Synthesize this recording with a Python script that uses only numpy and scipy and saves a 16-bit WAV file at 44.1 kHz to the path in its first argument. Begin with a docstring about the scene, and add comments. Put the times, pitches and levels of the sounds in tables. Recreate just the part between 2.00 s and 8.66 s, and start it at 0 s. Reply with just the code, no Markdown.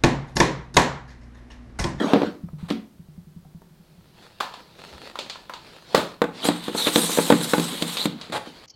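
"""Wooden sliding door, then a lamp bar on planks

A small wooden door rumbles and rubs to its stop, knocks, and rocks in its groove in a small room.
Sleeves rustle as a light metal lamp bar is handled, set on a roof of thin planks and pushed along it.
Struck wood and metal are decaying modes plus sharp noisy contacts; sliding is noise from tiny slips.
The bar hisses, rasps and squeaks on the grain and knocks over the plank edges, above a quiet room tone.
"""
import sys
import numpy as np
from scipy import signal
from scipy.fft import rfft, irfft, next_fast_len
from scipy.io import wavfile
from scipy.ndimage import uniform_filter1d, map_coordinates

SR = 44100
rng = np.random.default_rng(int(sys.argv[2]) if len(sys.argv) > 2 else 0)


def waveform_to_disk(signal):
    """Save audio, clipped to [-1, 1], as 16-bit WAV at the path in sys.argv[1]."""
    frames = np.transpose(np.atleast_2d(signal))
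    scaled = np.clip(frames, -1, 1) * 32767
    samples = np.round(scaled).astype(np.int16)
    wavfile.write(sys.argv[1], SR, samples)


N = 293706
TIME = np.arange(N) / SR  # seconds through the scene
AGE = TIME[:SR // 2]  # seconds since the start of a short sound

# The quiet room's tone. Each row: frequency in Hz, relative density in dB per Hz.
ROOM_TONE_SPECTRUM = [(12, -12), (20, -9), (49, -5), (101, -5), (177, 0), (293, -13.5), (357, -5.5),
                      (422, -14), (2670, -28), (3950, -26.5), (6720, -31.5), (13900, -31.5), (16000, -33)]
# How long the room rings. Each row: frequency in Hz, t60 in seconds.
ROOM_DECAY = [(150, 0.45), (400, 0.33), (1000, 0.4), (3500, 0.31), (7000, 0.32), (14000, 0.29)]
# The door runs in its groove. Each row: time in seconds, rumble in dB, rub in dB, both before their trims.
DOOR_RUN_LEVELS = [(0.0, -18, -36.5), (0.125, -21, -37.5), (0.155, -15, -44.5), (0.262, -30, -44.5),
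                   (0.34, -44, -60), (0.42, -54, -72)]
# Colour of the door's and planks' rumble. Each row: frequency in Hz, relative density in dB per Hz.
RUMBLE_SPECTRUM = [(40, -55), (110, -29.5), (190, 3.5), (290, 2), (360, -2), (480, -2), (800, -10),
                   (1500, -17), (4000, -65.5)]
# Colour of the door's rub on its frame. Each row: frequency in Hz, relative density in dB per Hz.
RUB_SPECTRUM = [(400, -19), (1200, 5.5), (2500, -4.5), (4200, 1), (5500, -10.5), (8000, -19), (11000, -25),
                (16000, -34.5)]
# Door knocks. Each row: start in seconds, thud in dB, crack in dB relative to the thud, favoured pitch in Hz.
DOOR_KNOCKS = [(.044, -20.5, -31, 260), (.1345, -8.5, -16.5, 410), (.142, -17, -29, 250),
               (.16, -15, -29, 474), (.218, -18, -19, 398), (.232, -16.5, -31, 294), (.703, -30, -1.5, 400),
               (.709, -18.5, -23, 215)]
# Modes of the door. 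Each row: frequency in Hz, relative level in dB, t60 in seconds.
DOOR_MODES = [(221.5, -9, 0.13), (277, 8.5, 0.0077), (284, -2.5, 0.081), (351, -2, 0.028),
              (467, -2.5, 0.051), (570, -4.5, 0.048), (730, -3, 0.062)]
# Woody clack of door and roof. Each row: frequency in Hz, relative density in dB per Hz.
WOOD_CLACK = [(40, -65), (150, -27.5), (400, -2.5), (650, 7.5), (1100, 3.5), (1700, -3.5), (2500, -10),
              (4000, -37), (8000, -40)]
# Bright crack of the door. Each row: frequency in Hz, relative density in dB per Hz.
DOOR_CRACK = [(800, -47), (2000, -3), (2900, -3), (3400, 0.5), (4000, -4.5), (4600, -7), (5800, -14.5),
              (8000, -28.5), (11000, -29), (16000, -34.5)]
# Thin panels radiate little deep bass. Each row: frequency in Hz, gain in dB.
PANEL_RADIATION = [(20, -55), (70, -7), (125, -7.5), (185, 9), (1500, 9.5), (5000, -8.5)]
# Bouts of rocking. 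Each row: start in seconds, end in seconds, time between thumps in seconds,
# level in dB before side and scatter.
ROCKING_BOUTS = [(.436, .67, 0.096, -20), (.994, 1.58, .0922, -31), (1.617, 2.12, .091, -41)]
# The two sides the panel rocks onto in turn. Each row: level offset in dB, settled pitch in Hz before
# detuning, t60 in seconds.
ROCK_SIDES = [(0.5, 166, 0.11), (-4, 152.2, 0.13)]
# Faint dry ticks of the door frame. Each row: start in seconds, level in dB before the trim, pitch in Hz.
FRAME_TICKS = [(.487, -33.5, 1260), (.534, -42, 754), (1.449, -41, 795), (1.619, -36, 900)]
# Short scuffs of wood and fingers. Each row: start in seconds, length in seconds, level in dB.
SCUFFS = [(0.582, 0.095, -53.5), (0.683, 0.047, -38), (2.226, .06, -54.5), (3.953, 0.0696, -31),
          (4.438, 0.09, -31), (4.773, 0.037, -34), (4.856, 0.04, -26.5), (6.196, 0.067, -47),
          (6.32, 0.064, -27.5)]
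# Colour of scuffs and cloth crackle. Each row: frequency in Hz, relative density in dB per Hz.
SCUFF_SPECTRUM = [(40, -35), (100, 5), (400, 8), (950, 10.5), (2000, 2.5), (2900, -1), (3900, 4),
                  (5500, -12.5), (8800, -9.5), (16000, -29.5)]
# Arm movements. Each row: fastest moment in seconds, half length in seconds, level in dB.
ARM_MOVES = [(2.0, .35, -66.5), (2.26, 0.17, -55), (2.57, 0.15, -51.5), (2.893, 0.13, -45),
             (3.065, 0.067, -42.5), (3.296, 0.19, -49), (3.695, 0.2, -50.5), (3.997, 0.14, -43),
             (4.405, 0.062, -40.5), (6.473, 0.33, -48)]
# Colour of rustling cloth. Each row: frequency in Hz, relative density in dB per Hz.
CLOTH_SPECTRUM = [(40, -26), (120, -1.5), (250, 4.5), (500, 4), (1000, -0.5), (1700, -4), (3000, -3),
                  (4400, 0), (5700, -12.5), (8500, -18.5), (12000, -25.5), (16000, -37)]
# Soft bumps of an arm. Each row: start in seconds, length in seconds, level in dB.
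ARM_BUMPS = [(2.91, 0.078, -50)]
# Dull colour of those bumps. Each row: frequency in Hz, relative density in dB per Hz.
BUMP_SPECTRUM = [(25, -19), (65, 2), (120, -1), (200, -22), (800, -60)]
# Lamp bar clicks. Each row: start in seconds, thud in dB, crack in dB relative to the thud, favoured pitch in Hz.
BAR_CLICKS = [(2.403, -36, 3, 1620), (2.407, -28.5, -4, 1190), (2.539, -45.5, 3.5, 1400),
              (3.156, -38, -7, 1000), (3.189, -35, 6, 580), (3.298, -46, 14.5, 1670),
              (3.357, -46, -4, 1100), (3.496, -38, -20, 1100), (3.537, -43, 5, 1340),
              (3.948, -14, -6.5, 515), (5.97, -37.5, 11.5, 1380), (6.213, -48, 12, 690)]
# Modes of the bar and the wood. Each row: frequency in Hz, relative level in dB, t60 in seconds.
BAR_MODES = [(435, 13, 0.03), (545, 4.5, 0.062), (607, 11, 0.047), (1013, -2, 0.055), (1054, 18.5, 0.016),
             (1265, -19, 0.023), (1752, 2, 0.069)]
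# Clack of the bar. Each row: frequency in Hz, relative density in dB per Hz.
BAR_CLACK = [(150, -44), (450, -2), (850, 2.5), (1200, 6.5), (1800, -4), (2500, -8), (4000, -13.5),
             (8000, -23.5)]
# Crack of the bar's metal shell. Each row: frequency in Hz, relative density in dB per Hz.
BAR_CRACK = [(800, -18), (1800, -9), (2600, -0.5), (3100, 1), (3700, 4.5), (4450, 3), (5500, -9.5),
             (7500, -9.5), (11000, -25), (16000, -36)]
# Roof knocks. Each row: start in seconds, thud in dB, crack in dB relative to the thud, favoured pitch in Hz.
ROOF_KNOCKS = [(3.946, -13.5, -23, 580), (3.977, -22, -8, 300), (4.218, -12.5, -16.5, 545),
               (4.241, -19, -21, 580), (4.453, -20, -12, 444), (4.487, -12.5, -12.5, 286),
               (4.682, -22, -14, 356), (4.749, -22, -16.5, 397), (4.87, -17.5, -7, 422),
               (4.959, -12, -4, 360), (4.98, -17.5, -23, 380), (5.041, -25, -25, 192),
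               (5.095, -25.5, -21, 417), (5.174, -20.5, -16, 501), (5.186, -12, -26, 457),
               (5.302, -8, -15.5, 447), (5.323, -7.5, -19, 245), (5.412, -31, -3, 600),
               (5.535, -12.5, -12.5, 600), (5.581, -16, -15, 202), (5.598, -21, -7.5, 295),
               (5.753, -34, -9, 300), (5.823, -20.5, -2.5, 223), (6.056, -16, -9.5, 222),
               (6.299, -32.5, -18.5, 170), (6.473, -36.5, -25, 257)]
# Modes of the plank roof. Each row: frequency in Hz, relative level in dB, t60 in seconds.
ROOF_MODES = [(144, -7, 0.49), (172, -0.5, 0.35), (213.7, 3, 0.077), (240, -6, 0.28), (298, 5.5, 0.091),
              (343, -5, 0.13), (403.7, -5, 0.11), (477, 8.5, 0.051), (543.4, 0, 0.032), (669, -23, 0.047),
              (861, -4.5, 0.16), (1140, -29, 0.27), (1516, -1, 0.087)]
# Bright crack of the roof. Each row: frequency in Hz, relative density in dB per Hz.
ROOF_CRACK = [(800, -29.5), (2200, 1), (3000, -1), (3700, 8), (4500, -2.5), (5500, -14.5), (7500, -7),
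              (11000, -19), (16000, -19)]
# The bar slides. Each row: time in seconds, hiss in dB before its trim.
SLIDE_LEVELS = [(4.33, -97), (4.416, -55), (4.458, -28.5), (4.482, -31.5), (4.508, -51.5), (4.74, -46.5),
                (4.786, -28), (4.918, -32.5), (4.98, -24.5), (5.266, -29.5), (5.4, -38), (5.442, -27),
                (5.466, -35.5), (5.498, -30.5), (5.81, -40.5), (5.82, -35), (5.888, -37.5), (6.056, -37),
                (6.082, -56), (6.17, -72.5)]
# Colour of the sliding hiss. Each row: frequency in Hz, relative density in dB per Hz.
HISS_SPECTRUM = [(2000, -25), (3200, -9), (3850, 6), (4600, 2), (5500, 1), (7000, 4), (8200, 8), (8800, 9),
                 (9400, 4), (11000, 1), (12400, 1), (14000, -4.5), (16000, -14)]
# Rasp in the bar's resonance. Each row: frequency in Hz, relative density in dB per Hz.
RASP_SPECTRUM = [(300, -11.5), (900, 6), (1500, 1.5), (2700, 2), (3300, 7.5), (3850, 8.5), (4400, 3.5),
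                 (5200, -8), (9000, -26)]
# The bar sticks and squeaks. Each row: start in seconds, length in seconds, start pitch in Hz,
# end pitch in Hz, level in dB.
SQUEAKS = [(4.42, 0.07, 3740, 4090, -35), (4.429, 0.034, 3160, 3240, -35.5),
           (4.441, 0.045, 6460, 8500, -34), (4.442, 0.012, 9300, 10500, -36.5),
           (4.775, 0.058, 4250, 3640, -27.5), (4.846, .035, 3590, 3760, -22),
           (4.858, 0.0316, 3260, 2560, -28), (5.009, 0.03, 3650, 3900, -30), (5.971, .06, 3460, 4270, -30)]

BLOW_DB, SPOT_HZ = -17, 424  # a middling blow, and the favoured pitch of a middling spot
CLACK_DB_PER_OCTAVE = 4.5  # spots with a higher favoured pitch clack more
ROCK_SAG, ROCK_SAG_S = 0.064, 0.026  # share a thump starts sharp, time constant of its settling in s
CRACKLES_PER_S, CRACKLE_DB = 45, -6  # snaps of cloth folds; level relative to the rustle
CRUISE_DB = -29.5  # slide level, before its trim, that counts as a steady push
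RASP_GROWS, RUMBLE_GROWS = 0.44, 0.25  # dB gained for each dB of hiss
TOP_HZ = 15950  # band limit


def amp(db):
    """Decibels to gain."""
    return 10 ** (np.asarray(db) / 20)


def unit(x):
    """Scale to rms 1."""
    return x / np.sqrt(np.mean(x ** 2) + 1e-20)


def burst(x):
    """Scale a short sound to the energy of 10 ms at rms 1."""
    return x / np.sqrt(np.sum(x ** 2) / (SR * .01) + 1e-20)


def along(points, hz):
    """Read (Hz, value) points on a log frequency axis."""
    f, v = np.transpose(points)
    return np.interp(np.log(hz + 1), np.log(f), v)


def gains(rows):
    """Draw one smoothed gain curve for each dB column, silent outside the rows."""
    s, *columns = np.transpose(rows)
    active = (TIME > s[0] - .03) * (TIME < s[-1] + .03)
    return [uniform_filter1d(amp(np.interp(TIME, s, db)) * active, size=200) for db in columns]


def fade(t60):
    """Exponential decay, 60 dB down after t60 seconds."""
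    return np.exp(-np.log(1000) * AGE / max(t60, 1e-3))


def stroke(length, edge):
    """A short envelope with soft edges, both times in seconds."""
    return np.clip(AGE / edge, 0, 1) * np.clip((length - AGE) / edge, 0, 1)


def wobble(rate):
    """A smooth random curve, rate knots a second."""
    knots = rng.standard_normal(int(N * rate / SR) + 4)
    return map_coordinates(knots, [TIME * rate])


def add(track, s, x):
    """Mix x into the track at s seconds."""
    part = track[max(round(s * SR), 0):][:len(x)]
    part += x[:len(part)]


def colour(x, spectrum):
    """Minimum-phase filter: it takes on the spectrum without sounding ahead of its input."""
    m = 2 * next_fast_len(len(x) // 2 + 4096)
    magnitude = amp(along(spectrum, np.fft.rfftfreq(m, 1 / SR)))
    cepstrum = irfft(np.log(magnitude), m)
    # fold the cepstrum onto positive time
    cepstrum[1:m // 2] *= 2
    cepstrum[m // 2 + 1:] = 0
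    return irfft(rfft(x, m) * np.exp(rfft(cepstrum)), m)[:len(x)]


def room(x):
    """The small room's answer: decaying noise of unit energy, each band fading at its own rate."""
    hz, t, z = signal.stft(rng.standard_normal(SR // 2), SR, nperseg=256)
    decay = np.exp(-np.log(1000) * t / along(ROOM_DECAY, hz)[:, None])
    tail = signal.istft(z * decay, SR, nperseg=256)[1][:len(AGE)]
    tail = tail * (1 - np.exp(-(AGE / 0.0088) ** 2))  # the walls take a moment to answer
    return signal.fftconvolve(x, tail / np.linalg.norm(tail))[:len(x)]


def friction(spectrum, slips, spread_db, patchy_db):
    """Tiny uneven slips, so many a second, over steady noise; their resonances drift in patches; rms 1."""
    slipping = rng.random(N) < slips / SR
    strength = amp(spread_db * np.clip(rng.standard_normal(N), -2, 2))
    grains = slipping * rng.standard_normal(N) * strength
    z = signal.stft(unit(grains) + 1.92 * rng.standard_normal(N), nperseg=512)[2]
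    # smooth random gains across frequency, then across time
    patches = uniform_filter1d(rng.standard_normal(z.shape), size=4, axis=0)
    patches = uniform_filter1d(patches, size=9, axis=1)
    patchy = signal.istft(z * amp(patchy_db * unit(patches)), nperseg=512)[1][:N]
    return unit(colour(patchy, spectrum))


def contact(spectrum, t60, chatter):
    """One sharp push with a brief decaying chatter behind it."""
    push = chatter * unit(rng.standard_normal(len(AGE)) * fade(t60)) / np.sqrt(len(AGE))
    push[0] += 1
    return burst(colour(push, spectrum))


def ring(modes, favoured_hz, focus_db):
    """The modes of a struck body start together; the spot that is hit favours those near its pitch."""
    swing = np.zeros(len(AGE))
    for hz, level, t60 in modes:
        scatter_db, detune = rng.normal(0, 1.5), rng.normal(1, .01)
        spot_db = -focus_db * abs(np.log2(hz / favoured_hz))  # focus_db is the loss per octave
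        gain = amp(level + spot_db + scatter_db)
        swing += gain * fade(t60) * np.sin(2 * np.pi * hz * detune * AGE)
    return burst(colour(swing, PANEL_RADIATION))


def knocks(rows, modes, clack_spectrum, crack_spectrum, focus_db, clack_db, clack_grows,
           room_db, clack_t60, crack_t60, chatter, top_per_db):
    """Each blow rings the body; a clack and the top end vary with force, a crack lies on top, the room answers."""
    track = np.zeros(N)
    for s, db, crack_db, favoured_hz in rows:
        force_db = db - BLOW_DB
        thud = ring(modes, favoured_hz, focus_db)
        spot_db = CLACK_DB_PER_OCTAVE * np.log2(favoured_hz / SPOT_HZ)
        clack_gain = amp(clack_db + clack_grows * force_db + spot_db)
        crack_gain = amp(crack_db)
        clack = clack_gain * contact(clack_spectrum, clack_t60, chatter)
        crack = crack_gain * contact(crack_spectrum, crack_t60, chatter)
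        # the room is fed the bare pushes, without chatter
        diffuse = room(thud + clack_gain * contact(clack_spectrum, clack_t60, 0))
        diffuse = diffuse + room(crack_gain * contact(crack_spectrum, crack_t60, 0))
        top_end = [(4500, 0), (14000, top_per_db * force_db)]
        add(track, s, amp(db) * colour(thud + clack + crack + amp(room_db) * diffuse, top_end))
    return track


def room_tone():
    """Steady coloured noise: low rumble and faint hiss of the quiet room."""
    return amp(-56.5) * unit(colour(rng.standard_normal(N), ROOM_TONE_SPECTRUM))


def door_run():
    """The door rumbles in its groove and rubs along the frame, both as friction noise."""
    rumble_gain, rub_gain = gains(DOOR_RUN_LEVELS)
    rumble = rumble_gain * friction(RUMBLE_SPECTRUM, slips=1200, spread_db=2.0, patchy_db=3.0)
    rub = rub_gain * friction(RUB_SPECTRUM, slips=2500, spread_db=0.5, patchy_db=4.5)
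    return amp(-5.5) * rumble + amp(3.0) * rub


def door_knocks():
    """Blows ring the wooden door's short modes."""
    return knocks(DOOR_KNOCKS, DOOR_MODES, WOOD_CLACK, DOOR_CRACK, focus_db=11.5, clack_db=-10.5,
                  clack_grows=0.089, room_db=-5.5, clack_t60=0.024, crack_t60=0.025,
                  chatter=3.3, top_per_db=-0.32)


def door_rocking():
    """The loose panel rocks side to side in soft low thumps, ten or eleven a second, each sagging in pitch."""
    track = np.zeros(N)
    for start, end, period, db in ROCKING_BOUTS:
        for k, s in enumerate(np.arange(start, end, period)):
            side_db, hz, t60 = ROCK_SIDES[k % 2]
            scatter_db, detune = rng.normal(0, 1), rng.normal(1, .02)
            pitch = hz * detune * (1 + ROCK_SAG * np.exp(-AGE / ROCK_SAG_S))
            phase = 2 * np.pi * np.cumsum(pitch) / SR
            panel = np.sin(phase) * fade(t60) * (1 - np.exp(-AGE / 0.0028))
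            sway = np.sin(2 * np.pi * 85 * AGE) * fade(0.052) * (1 - np.exp(-AGE / 0.0048))
            add(track, s, amp(db + side_db + scatter_db) * (panel + amp(-2.0) * sway))
    return track + amp(-9) * room(track)


def door_ticks():
    """The door frame ticks faintly: dry contacts in a band around each pitch."""
    track = np.zeros(N)
    for s, db, hz in FRAME_TICKS:
        # as read by along, the band steps up at a quarter of the pitch
        band = [(hz / 4, -25), (hz / 6.6, -7), (hz, 0), (hz * 1.11, -7), (hz * 3, -35)]
        add(track, s, amp(db - 14.5) * contact(band, t60=0.027, chatter=0.92))
    return track + amp(-9) * room(track)


def scuffs():
    """Wood and fingers scuff broadly: short strokes of grainy noise."""
    track = np.zeros(N)
    for s, length, db in SCUFFS:
        grain = rng.standard_normal(len(AGE)) * rng.standard_normal(len(AGE))
        add(track, s, amp(db) * stroke(length, edge=0.0041) * unit(colour(grain, SCUFF_SPECTRUM)))
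    return track + amp(-8.5) * room(track)


def sleeves():
    """Cloth friction swells and ebbs with each arm movement; folds crackle, and an arm bumps dully."""
    power = sum(amp(db) ** 2 * np.exp(-2 * ((TIME - s) / half) ** 2) for s, half, db in ARM_MOVES)
    folds = (rng.random(N) < CRACKLES_PER_S / SR) * rng.uniform(-0.59, 1, N)
    snap = contact(SCUFF_SPECTRUM, t60=0.032, chatter=1)
    crackle = unit(signal.fftconvolve(folds, snap)[:N])
    rustle = friction(CLOTH_SPECTRUM, slips=4100, spread_db=4.0, patchy_db=-2.5)
    rustle = amp(1.55 * wobble(25)) * rustle
    track = np.sqrt(power) * (rustle + amp(CRACKLE_DB) * crackle)
    for s, length, db in ARM_BUMPS:
        bump = unit(colour(rng.standard_normal(len(AGE)), BUMP_SPECTRUM))
        add(track, s, amp(db) * stroke(length, edge=0.023) * bump)
    return track


def bar_clicks():
    """Light blows ring the metal bar's modes."""
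    return knocks(BAR_CLICKS, BAR_MODES, BAR_CLACK, BAR_CRACK, focus_db=19, clack_db=-3.5,
                  clack_grows=-0.029, room_db=-2, clack_t60=0.037, crack_t60=0.048,
                  chatter=4.9, top_per_db=0.21)


def roof_knocks():
    """The bar knocks on the roof and over its plank edges, ringing the thin planks."""
    return knocks(ROOF_KNOCKS, ROOF_MODES, WOOD_CLACK, ROOF_CRACK, focus_db=8.5, clack_db=-6.5,
                  clack_grows=0.12, room_db=-11, clack_t60=0.056, crack_t60=0.025,
                  chatter=2.64, top_per_db=-.1)


def bar_slide():
    """Metal on wood grain: one push drives a hiss, a rasp in the bar, a rumble and small ticks in the planks."""
    hiss_gain, = gains(SLIDE_LEVELS)
    push = np.abs(hiss_gain) / amp(CRUISE_DB)  # 1 at a steady push
    touching = push > 1e-4
    rasp_drive = touching * push ** RASP_GROWS
    rumble_drive = touching * push ** RUMBLE_GROWS
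    pressure = amp(1.3 * wobble(45) + 1.0 * wobble(220))  # stick and slip
    hiss = amp(-1.0) * hiss_gain * friction(HISS_SPECTRUM, slips=6900, spread_db=3, patchy_db=3.0)
    rasp = amp(-32) * rasp_drive * friction(RASP_SPECTRUM, slips=4200, spread_db=-4.5, patchy_db=1.0)
    # ridges of the grain tap the planks, 110 a second on average
    ridges = (rng.random(N) < 110 / SR) * rng.uniform(-1.55, 1, N)
    tap = ring(ROOF_MODES, favoured_hz=503, focus_db=14)
    tap = tap + amp(-5.0) * contact(WOOD_CLACK, t60=0.038, chatter=0.12)
    ticks = amp(-38.5) * signal.fftconvolve(ridges * rasp_drive, tap)[:N]
    rumble = amp(-38) * rumble_drive * friction(RUMBLE_SPECTRUM, slips=2800, spread_db=8, patchy_db=6)
    return pressure * (hiss + rasp) + ticks + rumble


def squeaks():
    """Where the bar catches it squeaks: a gliding sine blurred by noise into a narrow band."""
    track = np.zeros(N)
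    blur_spectrum = [(120, -0.5), (400, -7.5), (1500, -48), (4000, -44)]
    for s, length, start_hz, end_hz, db in SQUEAKS:
        pitch = np.interp(AGE, [0, length], [start_hz, end_hz])
        phase = 2 * np.pi * np.cumsum(pitch) / SR
        blur = colour(rng.standard_normal(len(AGE)), blur_spectrum)  # uneven slips widen the line
        add(track, s, amp(db) * stroke(length, edge=0.0016) * unit(blur * np.sin(phase)))
    return track + amp(-8.5) * room(track)


def scene():
    """Mix room, door, sleeves, lamp bar and roof to one channel."""
    door = door_run() + door_knocks() + door_rocking() + door_ticks()
    handling = scuffs() + sleeves() + bar_clicks()
    on_roof = roof_knocks() + bar_slide() + squeaks()
    return (room_tone() + door + handling + on_roof)[None]


def record(dry):
    """The hardest knocks flatten smoothly towards full scale; nothing is kept above the band limit."""
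    held = dry / (1 + np.abs(dry) ** 6) ** (1 / 6)
    m = next_fast_len(N + SR // 2)
    in_band = np.fft.rfftfreq(m, 1 / SR) < TOP_HZ
    return irfft(rfft(held, m) * in_band, m)[..., :N]


dry = scene()
out = record(dry)
waveform_to_disk(out)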